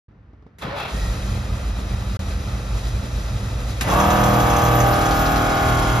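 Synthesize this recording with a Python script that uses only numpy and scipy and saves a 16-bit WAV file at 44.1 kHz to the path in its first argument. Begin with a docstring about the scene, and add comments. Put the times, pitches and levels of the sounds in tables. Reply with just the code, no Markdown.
"""A large garage hall, with a phone's two microphone ports a few metres from an old off-roader.
After a few soft knocks a solenoid clacks, the starter grinds on the flywheel and the four-cylinder
engine catches. Its uneven firings ring the exhaust pipe as it settles to a lumpy idle.
A second clack starts the electric hydraulic pump, which whirs and slowly sags as it lifts the snow
plow blade: oil churns, the motor brushes hiss and squeal, the lift groans and ticks, its chain clinks."""
import sys
import numpy as np
from scipy import signal
from scipy.fft import rfft, irfft
from scipy.io import wavfile
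from scipy.ndimage import uniform_filter1d

SR = 44100
rng = np.random.default_rng(int(sys.argv[2]) if len(sys.argv) > 2 else 0)


def file_out(sig):
    """Save sig as 16-bit WAV at sys.argv[1]."""
    # one column per channel
    cols = np.atleast_2d(sig).T
    # limit, then scale
    lim = np.clip(cols, -1, 1)
    pcm = np.round(lim * 32767).astype(np.int16)
    wavfile.write(sys.argv[1], SR, pcm)


N = 264600
T = np.arange(N) / SR
HZ = np.fft.rfftfreq(N, 1 / SR)
QUADRATURE = np.array([[0], [np.pi / 2]])  # direct and diffuse rows, a quarter cycle apart


def amp(db):
    """Decibels as a gain."""
    return 10 ** (np.asarray(db) / 20)


def unit_rms(x):
    """Scales to an rms of 1."""
    return x / np.sqrt(np.mean(x ** 2) + 1e-20)


def curve(rows):
    """Follows rows of (t/s, value) through time."""
    return np.interp(T, *np.transpose(rows))


def at_hz(rows, hz):
    """Reads rows of (f/Hz, value) along a log frequency axis."""
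    f, value = np.transpose(rows)
    return np.interp(np.log(hz + 1), np.log(f + 1), value)


def rise(start, length):
    """Goes from 0 to 1 in a straight line."""
    return np.clip((T - start) / length, 0, 1)


def settle(start, length):
    """Stays at 1 until start, then dies away."""
    return np.exp(-np.maximum(T - start, 0) / length)


def held(start, attack, end, t60):
    """Attack, hold and release."""
    return rise(start, attack) * amp(-60 * np.maximum(T - end, 0) / t60)


def noise():
    """White noise in two rows, direct and diffuse."""
    return rng.standard_normal((2, N))


def wander(rate):
    """A smooth random drift of rms 1 through rate values a second."""
    knots = rng.standard_normal(4096)
    return np.interp(T * rate * 8, np.arange(32768), signal.resample(knots, 32768))


def coloured(x, colour):
    """Filters by a spectrum; white noise keeps its power."""
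    return irfft(rfft(x) * unit_rms(amp(at_hz(colour, HZ))), N)


def panels(x, ripple_db, spacing_hz):
    """Many close resonances of sheet metal and casings ripple the spectrum."""
    ripple = np.interp(HZ / spacing_hz, np.arange(2048), rng.standard_normal(2048))
    return irfft(rfft(x) * unit_rms(amp(ripple_db * ripple * np.clip(HZ / 2000, 0, 1))), N)


def hits(rows, colour):
    """Short, dense rings of struck parts, from rows of (t/s, level/dB, t60/s)."""
    envelope = sum(amp(db - 60 * np.maximum(T - s, 0) / t60) * (T >= s) for s, db, t60 in rows)
    return coloured(noise() * envelope, colour)


# Spectrum of the hall's rumble: f/Hz, level/dB
ROOM_COLOUR = [(15, -20), (30, -32), (55, 7), (120, -4.5), (200, -9.5), (400, -19.5), (800, -25),
               (1600, -27), (3000, -40.5), (6000, -53), (12000, -73)]
def room_tone(db):
    """The low rumble of the hall, all around the microphone."""
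    return amp(db) * coloured(noise(), ROOM_COLOUR)


# Knocks at the controls: t/s, level/dB
KNOCKS = [(0.333, -47.5), (0.423, -45), (0.465, -42)]
# Their spectrum: f/Hz, level/dB
KNOCK_COLOUR = [(60, -6), (200, 7), (500, -3), (1500, -15), (2500, -30), (5000, -32), (12000, -55)]
def control_knocks(t60=0.07):
    """Soft, dull knocks as the controls are handled."""
    return hits([(s, db, t60) for s, db in KNOCKS], KNOCK_COLOUR)


# Clacks of the starter's solenoid, then the pump's: t/s, level/dB, t60/s
CLACKS = [(0.585, -45, 0.65), (3.81, -19, 0.13)]
# Their spectrum: f/Hz, level/dB
CLACK_COLOUR = [(200, 18.5), (900, 11), (2000, 15), (4000, 6.5), (5300, 6), (6150, 5), (7000, 7.5),
                (11000, 4.5), (15000, -4)]
def solenoids():
    """Each solenoid snaps shut with a bright clack."""
    return hits(CLACKS, CLACK_COLOUR)


# Spectrum of the grinding pinion: f/Hz, level/dB
GRIND_COLOUR = [(20, -12), (55, 3), (120, -0.5), (300, -8.5), (550, 0), (1300, -5.5), (2500, -14),
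                (4000, -18), (6000, -31), (10000, -44), (14000, -54)]
# Rasps of the pinion: start t/s, attack/s, end t/s, t60/s, level/dB
RASPS = [(0.61, 0.013, 0.633, 0.15, -36), (0.744, 0.039, 0.8, 0.68, -33.5)]
# Their spectrum: f/Hz, level/dB
RASP_COLOUR = [(300, -27), (1400, 6), (1950, -4), (2350, 0), (2600, 3), (2950, -8), (3300, 2), (3900, -0.5),
               (4450, -6.5), (6000, -13), (10000, -17), (14000, -23)]
def starter(teeth_per_s=280, tooth_db=9, grain_db=1.5):
    """The pinion grinds tooth by tooth on the flywheel, rasping as it meshes and as it is overrun."""
    grinding = amp(-30.5) * held(start=0.6064, attack=0.028, end=0.855, t60=0.41)
    rasping = sum(amp(db) * held(*shape) for *shape, db in RASPS)
    teeth = unit_rms(amp(-tooth_db * (teeth_per_s * T % 1) + grain_db * wander(rate=150)))
    grind = grinding * coloured(noise() * teeth, GRIND_COLOUR)
    return grind + rasping * coloured(noise() * teeth, RASP_COLOUR)


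# Thuds of cranking: t/s, level/dB
THUDS = [(0.643, -27), (0.674, -28), (0.852, -36)]
# Their spectrum: f/Hz, level/dB
THUD_COLOUR = [(30, -12), (70, 1), (140, 2), (300, -16), (800, -40), (4000, -80)]
def cranking_thuds(t60=0.14):
    """The engine thuds as the starter turns it over."""
    return hits([(s, db, t60) for s, db in THUDS], THUD_COLOUR)


def whine(start, length, first_hz, last_hz, db, waver):
    """An unsteady tone that glides up as it swells and fades."""
    along = rise(start, length)
    hz = (first_hz + (last_hz - first_hz) * along) * (1 + waver * wander(rate=120))
    return amp(db) * np.sin(np.pi * along) * np.sin(2 * np.pi * np.cumsum(hz) / SR + QUADRATURE)


# Whines of the start: t/s, length/s, first f/Hz, last f/Hz, level/dB, waver/fraction of pitch
START_WHINES = [(0.694, 0.093, 538, 611, -28.5, .016), (0.744, 0.089, 800, 864, -33, 0.05),
                (0.75, 0.15, 2500, 2746, -36, .028), (0.911, 0.21, 1820, 1955, -41, 0.02)]
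def start_whines():
    """The cranking gears, the overrun pinion and the belt whine briefly."""
    return sum(whine(*row) for row in START_WHINES)


CATCH_S, CATCH_RISE_S = 0.862, 0.049  # the engine catches
# Spectrum of fan rush and valve gear: f/Hz, level/dB
CLATTER_COLOUR = [(100, -2), (250, -1.5), (330, -6), (420, -6.5), (500, -3), (700, -5.5), (950, -10),
                  (1350, -6.5), (1680, -11.5), (2150, -15.5), (2550, -13.5), (3000, -17.5), (3400, -16.5),
                  (3900, -18.5), (4350, -18.5), (4800, -19), (5400, -20), (5900, -24), (6600, -19),
                  (7500, -23), (10000, -24.5), (13500, -36.5)]
# Swells of the engine's treble: t/s, level/dB
IDLE_TREBLE = [(0.9, 1), (1.05, 2.5), (1.17, 0), (1.3, 1.5), (1.45, -1.5), (2.0, -0.5), (2.25, 0.5),
               (2.72, -0.8), (2.83, 3), (3.03, -0.5), (3.15, 1.5), (3.35, 0.5), (3.62, -0.7), (3.7, 2.5),
               (3.8, 0)]
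def clatter(firings, tap_depth=0.19, treble_hz=3040):
    """Fan rush with a tap of the valve gear for each firing; its treble swells now and then."""
    taps = unit_rms(1 + tap_depth * np.exp(-(firings % 1) / 0.064))
    rush = panels(coloured(noise() * taps, CLATTER_COLOUR), ripple_db=3, spacing_hz=29.6)
    treble = irfft(rfft(rush) / (1 + (treble_hz / (HZ + 1)) ** 8), N)
    db = -34.5 + 3 * settle(CATCH_S, 0.33) + 0.93 * wander(rate=25)
    return rise(CATCH_S, CATCH_RISE_S) * amp(db) * (rush + treble * (amp(curve(IDLE_TREBLE)) - 1))


# Bands of belt and bearings: f/Hz, width/Hz, level/dB
WHIRR_BANDS = [(1930, 93, -56.5), (3730, 90, -54.5), (3946, 170, -54.5), (4760, 99, -60.5),
               (5010, 130, -59), (5600, 60, -61), (6070, 180, -57.5)]
def whirr(swell_db=0.5):
    """Belt and bearings sing in narrow bands of noise that swell with the engine's treble."""
    bands = np.zeros((2, N))
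    for hz, width, db in WHIRR_BANDS:
        gain = amp(db + swell_db * wander(rate=6.28))
        resonance = 1 / (1 + (2 * (HZ - hz) / width) ** 2)
        bands += gain * unit_rms(irfft(rfft(noise()) * resonance, N))
    return rise(CATCH_S, CATCH_RISE_S) * amp(curve(IDLE_TREBLE)) * bands


# Strength of the four firings in a cycle: level/dB
CYLINDER_DB = [4, -4.5, 0.5, -6]
# Resonances of exhaust pipe, body and hall: f/Hz, width/Hz, level/dB
PIPE_MODES = [(42.7, 2, -4.5), (52.7, 6.7, 9), (59.7, 4.1, 6), (76.1, 6.8, -0.5), (100.9, 9.6, 0.5),
              (119.64, 11.9, -3.5), (149.8, 28, -17.5), (193.7, 16.6, -11.5), (269.6, 19, -24.5)]
def exhaust(firings, flare, uneven_db=4, gas_rush=0.025):
    """Each firing, strong or weak by cylinder and chance, rings the low modes; gas rushes between."""
    fired = np.flatnonzero(np.diff(np.floor(firings)))
    chance = rng.standard_normal(400)[:len(fired)]
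    pulses = gas_rush * rng.standard_normal(N)
    pulses[fired] += amp(np.resize(CYLINDER_DB, len(fired)) + uneven_db * chance)
    t = T[:SR]
    ring = sum(amp(db) * width ** 2 * t * np.exp(-np.pi * width * t) * np.cos(2 * np.pi * hz * t)
               for hz, width, db in PIPE_MODES)
    boom = signal.fftconvolve(pulses, ring)[:N]
    running_rms = np.sqrt(abs(uniform_filter1d(boom ** 2, SR // 4)) + 1e-9)
    return amp(-25.5 + 2 * flare) * boom / running_rms


# Orders of the engine block: multiple of the firing rate, relative level/dB
BLOCK_ORDERS = [(1.25, -34), (3, -41), (5, -48)]
def block_hum(firings, flare, uneven_db=3):
    """The block hums unevenly, swelling as the engine takes hold."""
    orders = sum(amp(db + uneven_db * wander(rate=10)) * np.cos(2 * np.pi * k * firings)
                 for k, db in BLOCK_ORDERS)
    return np.sqrt(2) * amp(-2.5 + 10.5 * flare) * orders


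def fan(firings, blades_per_firing=2.37):
    """The passing blades of the belt-driven fan make one low tone."""
    return np.sqrt(2) * amp(-38.5) * np.sin(2 * np.pi * blades_per_firing * firings)


# Idle speed: t/s, firing rate/Hz
IDLE_SPEED = [(1.15, 37.5), (1.28, 39.5), (1.7, 38.0), (1.9, 38.7), (2.28, 38.2), (2.42, 39.2),
              (2.58, 39.1), (2.85, 40.8), (2.99, 40.0), (3.14, 41.1), (3.33, 40.2), (3.8, 40.7)]
def engine(crank_hz=17):
    """Runs up from cranking speed to idle and fills the hall with rumble."""
    firing_hz = crank_hz + (curve(IDLE_SPEED) - crank_hz) * rise(0.72, 0.4)
    firings = np.cumsum(firing_hz) / SR
    flare = np.exp(-((T - 1.07) / 0.14) ** 2)  # one brief swell as it takes hold
    low_end = block_hum(firings, flare) + fan(firings) + room_tone(db=-36.5) + exhaust(firings, flare)
    return rise(0.88, 0.076) * low_end + clatter(firings) + whirr()


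PUMP_ON_S, BITE_S, LIFT_LENGTH_S = 3.81, 3.868, 0.45  # motor on; oil taken up; the blade's travel
# Strong shaft orders: multiple (rounded), blade-down level/dB, blade-up level/dB, change begins t/s
PUMP_ORDERS = [(1, -40, -30, 4.75), (2, -33, -39, 6.2), (4, -29.5, -31.5, 4.56), (5, -25, -35.5, 4.37),
               (6, -48, -38.5, 4.4), (7, -30.5, -30.5, 4.3), (8, -29.5, -33, 5), (9, -36, -40.5, 4.1),
               (10, -44.5, -33.5, 4.44), (11, -44, -39, 4.1), (12, -29.5, -40.5, 4.87),
               (13, -31, -34.5, 4.37), (15, -26.5, -43, 5), (16, -37, -28.5, 4.78), (17, -35.5, -62, 4.83),
               (18, -27, -28, 4.9), (19, -34, -37, 4.2), (20, -31, -26, 4.1), (21, -32.5, -28, 6),
               (23, -33.5, -45, 4.65), (24, -27, -45, 4.07), (25, -33, -42, 4.64), (27, -32, -38, 4.4),
               (28, -35, -32, 4.8), (29, -27.5, -42, 4.86), (30, -38, -41, 4.8), (31, -28, -31.5, 5.1),
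               (32, -33, -52, 5.4), (35, -55, -34.5, 4.7), (36, -42, -32.5, 5.3), (37, -34.5, -29, 4.8),
               (38, -41, -32, 5.8), (43, -40.5, -37.5, 4.7), (54, -67, -40, 5), (55, -54, -55, 5.2),
               (84.3, -49, -44, 4.9)]
# The weaker orders between and above them: f/Hz, level/dB
FINE_ORDERS = [(40, -57), (200, -51), (600, -42), (1100, -52), (1500, -37), (1800, -52.5), (2200, -50.5),
               (2800, -54.5), (3300, -51), (3700, -77)]
# Cut or boost as the risen blade screens the pump from the microphone: f/Hz, level/dB
BLADE_SCREEN = [(300, -1.5), (480, -3.5), (800, -6), (900, 6), (1250, -1.5), (2200, -2), (3300, 2.5)]
# The pump's three-a-turn drone: t/s, level/dB
DRONE = [(3.95, -29), (4.42, -24.5), (4.92, -20.5), (5.15, -45), (5.55, -58), (5.66, -28), (6.0, -21)]
def pump_tones(turns, shaft_hz, throb_hz=627):
    """Shaft orders of motor and gear pump over a drone, shaded or reflected by the rising blade."""
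    strong = {round(k): row for k, *row in PUMP_ORDERS}
    ragged = 0.76 * settle(BITE_S, 0.33)  # the tones steady as the oil flow settles
    screened = rise(5.61, 0.29)
    orders = np.zeros((2, N))
    for k in range(1, 90):
        hz = k * shaft_hz
        if k in strong:
            down_db, up_db, start = strong[k]
            db = down_db + (up_db - down_db) * rise(start, LIFT_LENGTH_S) + 1.1 * wander(rate=6)
        else:
            db = at_hz(FINE_ORDERS, hz) + 2.5 * wander(rate=4)
        jitter = (0.12 + ragged * min(hz / 1000, 1)) * wander(rate=35)
        scatter = min(hz / throb_hz, 1) * (rng.random() - 0.5)  # low orders keep step: a throb a turn
        angle = 2 * np.pi * (k * turns + scatter) + jitter
        gain = amp(db + screened * at_hz(BLADE_SCREEN, hz))
        orders[0] -= gain * np.cos(angle)
        orders[1] += gain * np.sin(angle) * rng.choice([-1, 1])  # by way of the hall, out of step
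    drone = amp(curve(DRONE)) * np.sin(2 * np.pi * 3 * turns)
    return np.sqrt(2) * amp(-1) * (orders + drone)


# Resonances of the motor brushes: f/Hz, relative level/dB
SQUEAL_MODES = [(13200, -51.5), (14053, -47), (14468, -55), (14658, -64)]
def brush_squeal(height, waver_hz=35, fitful_db=5, flutter_db=3):
    """The brushes sing in fits, now at one high resonance, now at another, less with the blade up."""
    squeal = np.zeros((2, N))
    for hz, db in SQUEAL_MODES:
        angle = 2 * np.pi * np.cumsum(hz + waver_hz * wander(rate=600)) / SR
        fits = unit_rms(amp(fitful_db * np.minimum(wander(rate=16), 1) + flutter_db * wander(rate=70)))
        diffuse = np.cos(angle) * unit_rms(np.tanh(wander(rate=11)))
        squeal += np.sqrt(2) * amp(db) * fits * np.array([np.sin(angle), diffuse])
    return squeal * amp(7 - 4.6 * height)


# Spectrum of the churning oil: f/Hz, level/dB
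CHURN_COLOUR = [(60, 5), (175, 2), (280, 1.5), (420, -7), (510, -4.5), (620, 1), (780, 4.5), (950, -0.5),
                (1150, -1.5), (1500, -1.5), (2000, -10.5), (4000, -19), (8000, -57)]
def oil_churn(turns, height):
    """Oil churns in the pump, hardest at first, with a slight surge at each turn."""
    surge = unit_rms(1 + 0.057 * np.cos(2 * np.pi * turns))
    db = -27.5 + 6 * settle(BITE_S, 0.76) - 0.5 * height
    return amp(db) * coloured(noise() * surge, CHURN_COLOUR)


# Spectrum of the brushes' hiss: f/Hz, level/dB
HISS_COLOUR = [(800, -1), (2000, 1.5), (2400, 2), (2950, -2), (3300, 2.5), (3550, -2.5), (3850, 2.5),
               (4400, -4), (4900, -1), (5800, -2.5), (6350, -1.5), (7400, -0.5), (8300, -25), (10500, -5.5),
               (13000, -26), (15000, -19)]
# Spectrum of their sparks: f/Hz, level/dB
SPARK_COLOUR = [(3000, -12), (7000, -47), (9500, 9.5), (10700, 0), (12700, -9.5), (15000, -4.5)]
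def brush_buzz(turns, height, bars=13, hiss_fall_db=2, spark_fall_db=10):
    """The brushes buzz over the commutator bars, hissing and sparking afresh at each turn."""
    contact = (1 + 0.16 * np.cos(2 * np.pi * bars * turns)) * amp(1.4 * wander(rate=98))
    rubbing = unit_rms(contact * amp(-hiss_fall_db * (turns % 1)))
    sparking = contact * amp(spark_fall_db * (0.5 - turns % 1))
    hiss = panels(coloured(noise() * rubbing, HISS_COLOUR), ripple_db=3.5, spacing_hz=36.13)
    sparks = panels(coloured(noise() * sparking, SPARK_COLOUR), ripple_db=-3.5, spacing_hz=112)
    return amp(-32) * hiss + amp(-40 - 3.5 * height) * sparks


# Ticks of the lift gear taking the load: t/s, click level/dB, ring level/dB
TICKS = [(3.9, -35, -24.5), (4, -26, -28.5), (4.103, -28, -31), (4.238, -28, -30), (4.401, -27, -37),
         (4.487, -45, -41), (4.5, -29, -33), (4.565, -28.5, -34), (4.619, -30, -38), (4.651, -29, -33),
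         (4.769, -33, -39), (4.802, -24, -43), (5.056, -28, -39)]
# Modes of the lift gear: f/Hz, level/dB, t60/s
GEAR_MODES = [(2693, -1.5, 0.33), (3365, 2, 0.13), (5560, -4, 0.11), (6110, -3.5, 0.092), (6120, -4, 0.13),
              (6400, -7, 0.08), (6520, -11, .08), (7130, -14, .08)]
def gear_chatter(turns, height, uneven_db=4):
    """The ticks, and loose parts knocking at each turn of the pump, ring the metal of the lift gear."""
    each_turn = np.diff(np.floor(turns), prepend=0)
    knock_db = -42.5 - 4.5 * height + uneven_db * np.clip(rng.standard_normal(N), -2, 1)
    knocks = each_turn * amp(knock_db) * rng.choice([-1, 1], N)
    for s, _, ring_db in TICKS:
        knocks[round(s * SR)] += amp(ring_db)
    t = T[:SR // 4]
    ring = sum(amp(db - 60 * t / t60) * np.sin(2 * np.pi * (hz * t + rng.random()) + QUADRATURE)
               for hz, db, t60 in GEAR_MODES)
    return signal.fftconvolve(knocks[None], ring, axes=1)[:, :N]


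# Groans of the lift: t/s, length/s, first f/Hz, last f/Hz, level/dB
GROANS = [(3.884, 0.2, 1058, 1200, -19.5), (4.04, 0.23, 712, 726, -22), (4.187, 0.16, 743, 803, -30),
          (4.695, 0.26, 778, 815, -24)]
def lift_groans():
    """The straining lift groans in short, rough, gliding tones."""
    return sum(whine(*row, waver=0.0202) for row in GROANS)


# Pump speed, gathering and then sagging under load: t/s, shaft rate/Hz
PUMP_SPEED = [(3.88, 36.5), (3.95, 38.7), (4.03, 39.9), (4.15, 40.27), (4.53, 39.95), (5.2, 39.65),
              (5.7, 39.43), (6.0, 39.15)]
def pump(spin_up_s=0.018, free_db=-4.5):
    """The motor spins up freely, bites into the oil and lifts the blade."""
    speed = curve(PUMP_SPEED) * (1 - settle(PUMP_ON_S, spin_up_s)) * (1 + 0.00077 * wander(rate=18))
    turns = np.cumsum(speed) / SR
    effort = rise(PUMP_ON_S, BITE_S - PUMP_ON_S) * amp(free_db * (1 - rise(BITE_S, 0.0084)))
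    height = rise(5.03, LIFT_LENGTH_S)  # 0 blade down, 1 blade up
    tones = pump_tones(turns, shaft_hz=PUMP_SPEED[-1][1])
    singing = rise(PUMP_ON_S, 0.18) * (tones + brush_squeal(height) + gear_chatter(turns, height))
    return effort * (singing + lift_groans() + oil_churn(turns, height) + brush_buzz(turns, height))


# Spectrum of a tick's click: f/Hz, level/dB
TICK_COLOUR = [(200, -7), (2000, 9), (4000, -5), (5300, -3), (6150, 13), (7000, 6), (9000, -7), (15000, -2)]
def gear_ticks(t60=0.11):
    """The lift gear clicks sharply as it takes the load."""
    return hits([(s, db, t60) for s, db, _ in TICKS], TICK_COLOUR)


# Links of the lift chain settling under the hanging blade: t/s, level/dB
CLINKS = [(4.925, -32), (5.01, -39), (5.108, -30), (5.178, -37), (5.257, -30.5), (5.358, -30), (5.549, -33)]
# Their spectrum: f/Hz, level/dB
CLINK_COLOUR = [(800, -17), (2000, -8), (3300, -1), (4000, 5), (4700, 3), (5500, 0), (6300, 1), (7500, -14),
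                (10500, -8), (15000, -22)]
def chain(grains_per_s=390, scrape=0.5):
    """Each link slips in a short burst of tiny clicks over a scrape."""
    grains = unit_rms((rng.random(N) < grains_per_s / SR) * rng.choice([-1., 1.], (2, N)))
    envelope = sum(amp(db) * held(s, 0.002, s, t60=0.15) for s, db in CLINKS)
    return coloured(envelope * unit_rms(grains + scrape * noise()), CLINK_COLOUR)


def hall(x, t60=0.41, wet_db=-11):
    """The garage walls return a dull tail to the microphone."""
    colour = [(200, -12), (2000, 4), (6000, -2), (14000, -28)]  # f/Hz, level/dB
    tail = coloured(noise(), colour)[:, :SR] * amp(-60 * T[:SR] / t60)
    return x + amp(wet_db) * signal.fftconvolve(x, tail / np.linalg.norm(tail[0]), axes=1)[:, :N]


# The phone's two microphone ports: f/Hz, likeness/0-1, left lead/rad, left minus right level/dB
MIC_PORTS = [(100, 1, 0, -.7), (300, .85, 0, 0), (700, .6, 0, -.3), (1300, .48, 0, -.7),
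             (1550, .45, -2.4, 0), (1850, .5, 0, .5), (3000, .65, 1.4, 1.5), (4600, .55, 0, 2.3),
             (6500, .78, -1.4, 1.5), (8300, .99, -3.14, .2), (10000, .88, -4.5, 0), (12000, .97, -6.28, 0),
             (14000, .75, -8.2, 0), (15500, .8, -9.3, 0)]
def microphone(x):
    """The direct row reaches both ports, shifted in phase; the diffuse row only the right one."""
    hz, *columns = np.transpose(MIC_PORTS)
    likeness, lead, balance_db = (np.interp(HZ, hz, column) for column in columns)
    direct, diffuse = rfft(x)
    right = likeness * np.exp(-1j * lead) * direct + np.sqrt(1 - likeness ** 2) * diffuse
    return irfft(np.array([direct * amp(balance_db / 2), right * amp(-balance_db / 2)]), N)


def scene():
    """Room tone, engine and pump from a few metres away, the short sounds echoing in the hall."""
    room = room_tone(db=-47.5)
    short_sounds = control_knocks() + gear_ticks()
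    machines = engine() + pump()
    short_sounds += starter() + cranking_thuds() + start_whines() + chain() + solenoids()
    return microphone(room + machines + hall(short_sounds))


# Silence at the start and one brief dropout: from t/s, to t/s
SILENCES = [(0, 0.083), (2.170, 2.192)]
def record(dry, low_cut_hz=36, top_hz=14900):
    """The microphone cuts the deepest bass; the sound is muted twice and loses its highest treble."""
    live = np.prod([(T < start) | (T >= end) for start, end in SILENCES], axis=0)
    gate = uniform_filter1d(live.astype(float), 64)
    thinned = signal.sosfilt(signal.butter(6, low_cut_hz, "high", fs=SR, output="sos"), dry)
    band_limit = signal.firwin(601, top_hz, window=("kaiser", 10), fs=SR)
    return signal.oaconvolve(thinned * gate, band_limit[None], "same")


dry = scene()
out = record(dry)
file_out(out)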